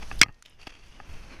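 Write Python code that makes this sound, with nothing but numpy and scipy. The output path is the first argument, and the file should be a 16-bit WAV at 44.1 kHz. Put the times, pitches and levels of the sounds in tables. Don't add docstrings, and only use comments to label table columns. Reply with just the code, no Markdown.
import sys
import numpy as np
from scipy import signal
from scipy.fft import rfft, irfft
from scipy.io import wavfile
from scipy.ndimage import uniform_filter1d

SR = 44100
rng = np.random.default_rng(int(sys.argv[2]) if len(sys.argv) > 2 else 0)


def persist_wave(psi):
    counts = np.round(np.clip(psi, -1, 1) * 32767).astype(np.int16)
    wavfile.write(sys.argv[1], SR, np.atleast_2d(counts).T)


def nominal_scale(level):
    x = np.asarray(level, float) / 20
    return 10 ** x


N = 61739

# t/s, level/dB; it falls steeply just after the snap, then creeps back up
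GUSTS = [(0, -34.5), (.1, -37), (.2, -29), (.225, -51), (.29, -46), (.36, -52.5), (.43, -64), (.5, -54),
         (.6, -51.5), (.68, -49.5), (.8, -55), (.86, -45), (.93, -52), (1.03, -47), (1.13, -36), (1.2, -41),
         (1.3, -48), (1.4, -43.5)]
# f/Hz, level/dB per Hz
RUMBLE_COLOUR = [(7, -0.5), (14, -5), (30, -7), (65, -16.5), (120, -29), (250, -39), (500, -51.5),
                 (1000, -62.5)]
# t/s, level/dB, crunch share/dB, brightness/dB per octave, crunch pitch factor
TREAD = [(0, -52.5, -3, -2.5, 1.), (.10, -49.5, -17.5, 0, 1.), (.205, -54.5, 2, -2.5, 1.2),
         (.222, -55.5, 4.5, -11, 1), (.30, -69, -1, -6, 1.017), (.40, -68.5, -11, -1.5, 0.97),
         (.45, -69, 0.5, -0.5, 1.18), (.55, -67.5, 3, -2.5, 1.1), (.585, -69.5, -6, -4.5, 1.05),
         (.61, -61.5, -2, 0.5, 1.02), (.75, -63, 2.5, -1.5, 1.01), (.85, -61.5, 1, -0.5, 1.01),
         (.97, -58.5, -2, -2, 1.1), (1.04, -58, -3.5, -3.5, 1.01), (1.15, -54.5, -1.5, -2.5, .98),
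         (1.27, -55, -6, -2.5, .99), (1.4, -56.5, -0.5, -4, .86)]
# f/Hz, level/dB per Hz
LITTER_COLOUR = [(100, -0.5), (480, -8.5), (1500, -10), (3800, -14.5), (6300, -11), (7200, -24),
                 (10800, -21), (13800, -40)]
# f/Hz, level/dB, t60/s
NEEDLES = [(2280, -10.5, 0.0038), (2680, 0, 0.009), (3150, -5, 0.0085), (4546, -6, 0.011),
           (5415, -13.5, .005), (5740, -12, .005)]
# centre t/s, length/s, lift/dB
SCUFFS = [(0.028, 0.035, 9.5), (0.127, 0.017, 11.5), (0.156, 0.018, 4), (0.46, 0.019, 13), (0.48, 0.037, 7),
          (0.508, 0.016, 5), (0.531, 0.026, 2), (0.596, 0.035, 11), (0.617, 0.011, 7), (0.632, 0.026, 9),
          (0.663, 0.0091, 3), (0.676, 0.019, 15.5), (0.696, 0.011, 8), (0.705, 0.013, 11),
          (0.724, 0.011, 8.5), (0.74, .007, 8), (0.753, 0.0084, 7.5), (0.772, 0.012, 4), (0.79, 0.0065, 3),
          (0.796, .004, 4), (0.86, 0.056, 2.5), (0.954, 0.038, 1.5), (1.104, 0.048, 2.5), (1.15, 0.059, 2),
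          (1.176, 0.012, 2), (1.235, 0.06, 1.5), (1.328, 0.083, 6), (1.366, .012, 2)]
# t/s, peak level/dB, thump/dB, body/dB, brightness/dB per octave
KNOCKS = [
    (0.0245, -38.5, -18, -28, -12),
    (0.1136, -24.5, -24, -16, 7.5),
    (0.261, -38, 10.5, -1, 1.5),
    (0.2841, -43.5, 0, 1.5, 9.5),
    (0.2912, -40.5, 11.5, -4, 1),
    (0.2982, -49, -2, -1, 5),
    (0.668, -39.5, -4, -5.5, -3.5),
    (0.671, -35, 0.5, 0.5, -10),
    (1.0005, -31, -16.5, -13, 1.5),
]
# f/Hz, level/dB, t60/s
MOUNT = [(84, 0.5, 0.025), (231, 3.5, 0.019), (427, -0.5, 0.012), (817, 0.5, 0.02), (1224, -5, 0.025),
         (1714, -1.5, 0.013), (2180, -15, 0.0093), (2670, -8.5, 0.015), (4550, -24.5, 0.0094)]
# t/s, peak level/dB, centre f/Hz, t60/s
TICKS = [(.143, -43, 10500, 0.0067), (.157, -41, 10000, 0.004), (.175, -40, 9800, 0.0031),
         (.187, -39.5, 9940, 0.0098), (.4975, -43, 9300, 0.0054), (.4978, -55, 10860, .005),
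         (.511, -64, 6200, 0.0089), (.6144, -45, 4660, 0.016), (.6688, -41.5, 4800, 0.037),
         (.703, -49, 4820, 0.011), (.883, -52, 7100, 0.0095), (1.128, -51, 7800, 0.011)]
# t/s, peak level/dB, centre f/Hz, t60/s
CRACKS = [(.1912, -37, 4800, 0.048), (.1915, -46, 12840, 0.02), (.2113, -36, 3020, .03),
          (.2286, -25.5, 12600, .006), (.3245, -59, 5600, 0.016), (.343, -59.5, 4770, 0.032),
          (.392, -64, 5200, 0.019), (.4240, -43, 1560, 0.014), (.4241, -40.5, 3440, 0.012),
          (.4242, -38.5, 6600, 0.01), (.452, -43, 3425, 0.0066), (.4595, -41, 3100, 0.017),
          (.4590, -51, 10700, 0.0098), (.6690, -36.5, 3150, 0.033), (.6688, -53.5, 7450, 0.011)]
BREAK_TIMES = [.2141, .2180, .2208, .2236, .2252, .2286, .2316, .2323]
# level/dB, crack length/s, treble/dB, ring length factor
BREAKS = [
    (5, 0.002, 3, 0.97),
    (-12, 0.00033, -5.5, 0.74),
    (-16, 0.0015, -2.5, 1.2),
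    (-20, 0.0015, -10.5, 0.37),
    (-13.5, .0008, -7, 0.99),
    (-18.5, 0.00076, 8, 0.74),
    (-10.5, 0.0008, 4, 1.1),
    (-2, 0.00062, -5, 1),
]
# f/Hz, level/dB, t60/s
TWIG = [(1280, -16.5, 0.0069), (1687, -0.5, 0.012), (2133, -2, 0.02), (2325, 4.5, 0.0098),
        (2904, -7.5, 0.016), (3320, -10.5, 0.014), (4051, -21, 0.018), (4877, -10, 0.013),
        (5730, -13, 0.017), (6325, -15, .008), (7730, -13, 0.0051), (9330, -10.5, 0.0026)]
# f/Hz, level/dB, t60/s
STUB = [(1255, 1.5, 0.013), (1710, -10, 0.013), (2164, -0.5, 0.012), (2550, -2.5, 0.012),
        (3230, -10, 0.017), (4210, -13, 0.013), (4530, -13, 0.0092), (5410, -19, .02), (5970, -10.5, 0.011),
        (7600, -20, .008), (9250, -21.5, .006)]
# f/Hz, level/dB, t60/s
THUD = [(89.3, -28, 0.078), (181, -19.5, 0.036), (305, -17.5, 0.024), (692, -21, 0.03)]
# f/Hz, level/dB, t60/s
LAST_RINGS = [(1235, -28, .06), (1852, -56, .55), (2040, -46, .12), (5720, -48, .055)]


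def evened(x):
    return x / np.sqrt(np.mean(x ** 2) + 1e-20)


def read(points, hz):
    f, value = np.transpose(points)
    return np.interp(np.log(hz + 1), np.log(f + 1), value)


def curve(table, t, axis=1):
    return np.interp(t, np.array(table)[:, 0], np.array(table)[:, axis])


def add(mix, s, sound):
    part = mix[round(s * SR):][:len(sound)]
    part += sound[:len(part)]


def shaped(x, gain_db):
    hz, t, z = signal.stft(x, SR, nperseg=512, noverlap=384)
    z = z * nominal_scale(gain_db(hz[:, None], t[None]))
    return signal.istft(z, SR, nperseg=512, noverlap=384)[1][:N]


def low_pass(x, hz):
    return signal.oaconvolve(x, signal.firwin(511, hz, window=("kaiser", 4), fs=SR), "same")


def resonate(x, hz, t60):
    turn = np.exp(2j * np.pi * np.cumsum(hz) / SR)
    decay = nominal_scale(-60 / t60 / SR)
    return (turn * signal.lfilter([1], [1, -decay], x / turn)).imag


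def mode(hz, db, t60, seconds):
    t = np.arange(0, seconds, 1 / SR)
    return nominal_scale(db - 60 * t / t60) * np.sin(2 * np.pi * hz * t)


def struck(modes, seconds, rise_s):
    ring = sum((-1) ** k * mode(*m, seconds) for k, m in enumerate(modes))
    t = np.arange(len(ring)) / SR
    return ring * (1 - np.exp(-t / rise_s))


def rumble():
    z = rfft(rng.standard_normal(N)) * nominal_scale(read(RUMBLE_COLOUR, np.fft.rfftfreq(N, 1 / SR)))
    wind = evened(irfft(z, N))
    local_power = uniform_filter1d(wind ** 2, size=3000)
    wind = wind / (local_power + .05) ** .42
    return evened(wind) * nominal_scale(curve(GUSTS, np.arange(N) / SR))


def rustle():
    t = np.arange(N) / SR
    grains_per_s, grain_spread_db, clump_db = 4500, 2.5, 1.6

    clumps = rng.standard_normal((len(NEEDLES) + 1, N))
    clumps = uniform_filter1d(uniform_filter1d(clumps, size=300), size=300)
    clumps = clumps / clumps.std()
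    shared = clumps[-1]

    size = nominal_scale(grain_spread_db * np.minimum(rng.exponential(1, N), 4)) * rng.choice([-1., 1.], N)
    grains = evened(size * (rng.random(N) < grains_per_s / SR))
    grains = grains + 0.2 * rng.standard_normal(N)
    soft = uniform_filter1d(grains, size=3)
    pitch = curve(TREAD, t, axis=4)
    crunch = np.zeros(N)
    for (hz, db, t60), own in zip(NEEDLES, clumps):
        swell_db = clump_db * np.tanh((shared + own) / 2) * 2
        crunch += resonate(soft * nominal_scale(db + swell_db), hz * pitch, t60)
    crunch = evened(crunch)

    hiss = rng.standard_normal(N) * nominal_scale(0.37 * shared) + 0.13 * grains
    wash = evened(shaped(hiss, lambda hz, s: read(LITTER_COLOUR, hz) + 0 * s))

    lift_db = sum(db * np.exp(-((t - s) / length) ** 2 * 8) for s, length, db in SCUFFS)
    crunch_db = curve(TREAD, t, axis=2) + 1.43 * lift_db
    mix = wash * nominal_scale(0.61 * lift_db) + crunch * nominal_scale(crunch_db)

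    def tilt(hz, s):
        return curve(TREAD, s, axis=3) * np.log2((hz + 900) / 3400)

    return shaped(mix, tilt) * nominal_scale(curve(TREAD, t))


def knocks():
    out = np.zeros(N)
    tunings = rng.uniform(0.97, 1.02, (len(KNOCKS), len(MOUNT)))
    for (s, db, thump_db, body_db, bright_db), tuning in zip(KNOCKS, tunings):
        modes = []
        for (hz, level_db, t60), tune in zip(MOUNT, tuning):
            if hz < 150:
                lift_db = thump_db
            elif hz < 600:
                lift_db = body_db
            else:
                lift_db = bright_db * np.log2(hz / 1200)
            modes.append((hz * tune, level_db + lift_db, t60))
        add(out, s, -nominal_scale(db) * struck(modes, .08, rise_s=.0008))
    return out


def cracks(table, octaves):
    out, t, hz = np.zeros(N), np.arange(2048) / SR, np.fft.rfftfreq(2048, 1 / SR)
    rise = np.minimum(t / .0007, 1)
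    for (s, db, centre_hz, t60), noise in zip(table, rng.standard_normal((len(table), 2048))):
        distance = abs(np.log2((hz + 30) / centre_hz) / octaves)
        colour = nominal_scale(-6 * distance ** 2) + 0.044 * (hz > 1200)
        burst = evened(irfft(rfft(noise) * colour))
        add(out, s, nominal_scale(db - 1.5 - 60 * t / t60) * rise * burst)
    return out


def snap():
    out, t = np.zeros(N), np.arange(300) / SR
    noises = rng.standard_normal((len(BREAKS), 300))
    for s, (db, length, treble_db, ring), noise in zip(BREAK_TIMES, BREAKS, noises):
        piece = TWIG if s < BREAK_TIMES[-2] else STUB
        modes = [(hz, d + treble_db * (hz > 3600), t60 * ring) for hz, d, t60 in piece]
        shove = noise * np.exp(-(t / length) ** 2)
        shove = shove / np.linalg.norm(shove)
        add(out, s, nominal_scale(db) * signal.fftconvolve(shove, struck(modes, .05, rise_s=.0001)))
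        add(out, s, nominal_scale(db + treble_db - 21.5) * np.diff(shove))
    out = signal.sosfilt(signal.butter(4, 1050, "high", fs=SR, output="sos"), out)
    add(out, BREAK_TIMES[0], struck(THUD, .1, rise_s=.00043))
    add(out, BREAK_TIMES[-1], struck(LAST_RINGS, .165, rise_s=.001))
    return out


def scene():
    quiet = rumble() + rustle() + knocks()
    quiet = quiet + cracks(TICKS, octaves=.2) + cracks(CRACKS, octaves=.5)
    return (low_pass(quiet, 13800) + snap())[None]


def band_limit(x):
    return signal.sosfilt(signal.butter(12, 16510, fs=SR, output="sos"), x)


def record(dry):
    clipped = np.clip(dry[0], -.93, .93)
    mix = low_pass(clipped, 15100)[None]
    return band_limit(mix)


dry = scene()
out = record(dry)
persist_wave(out)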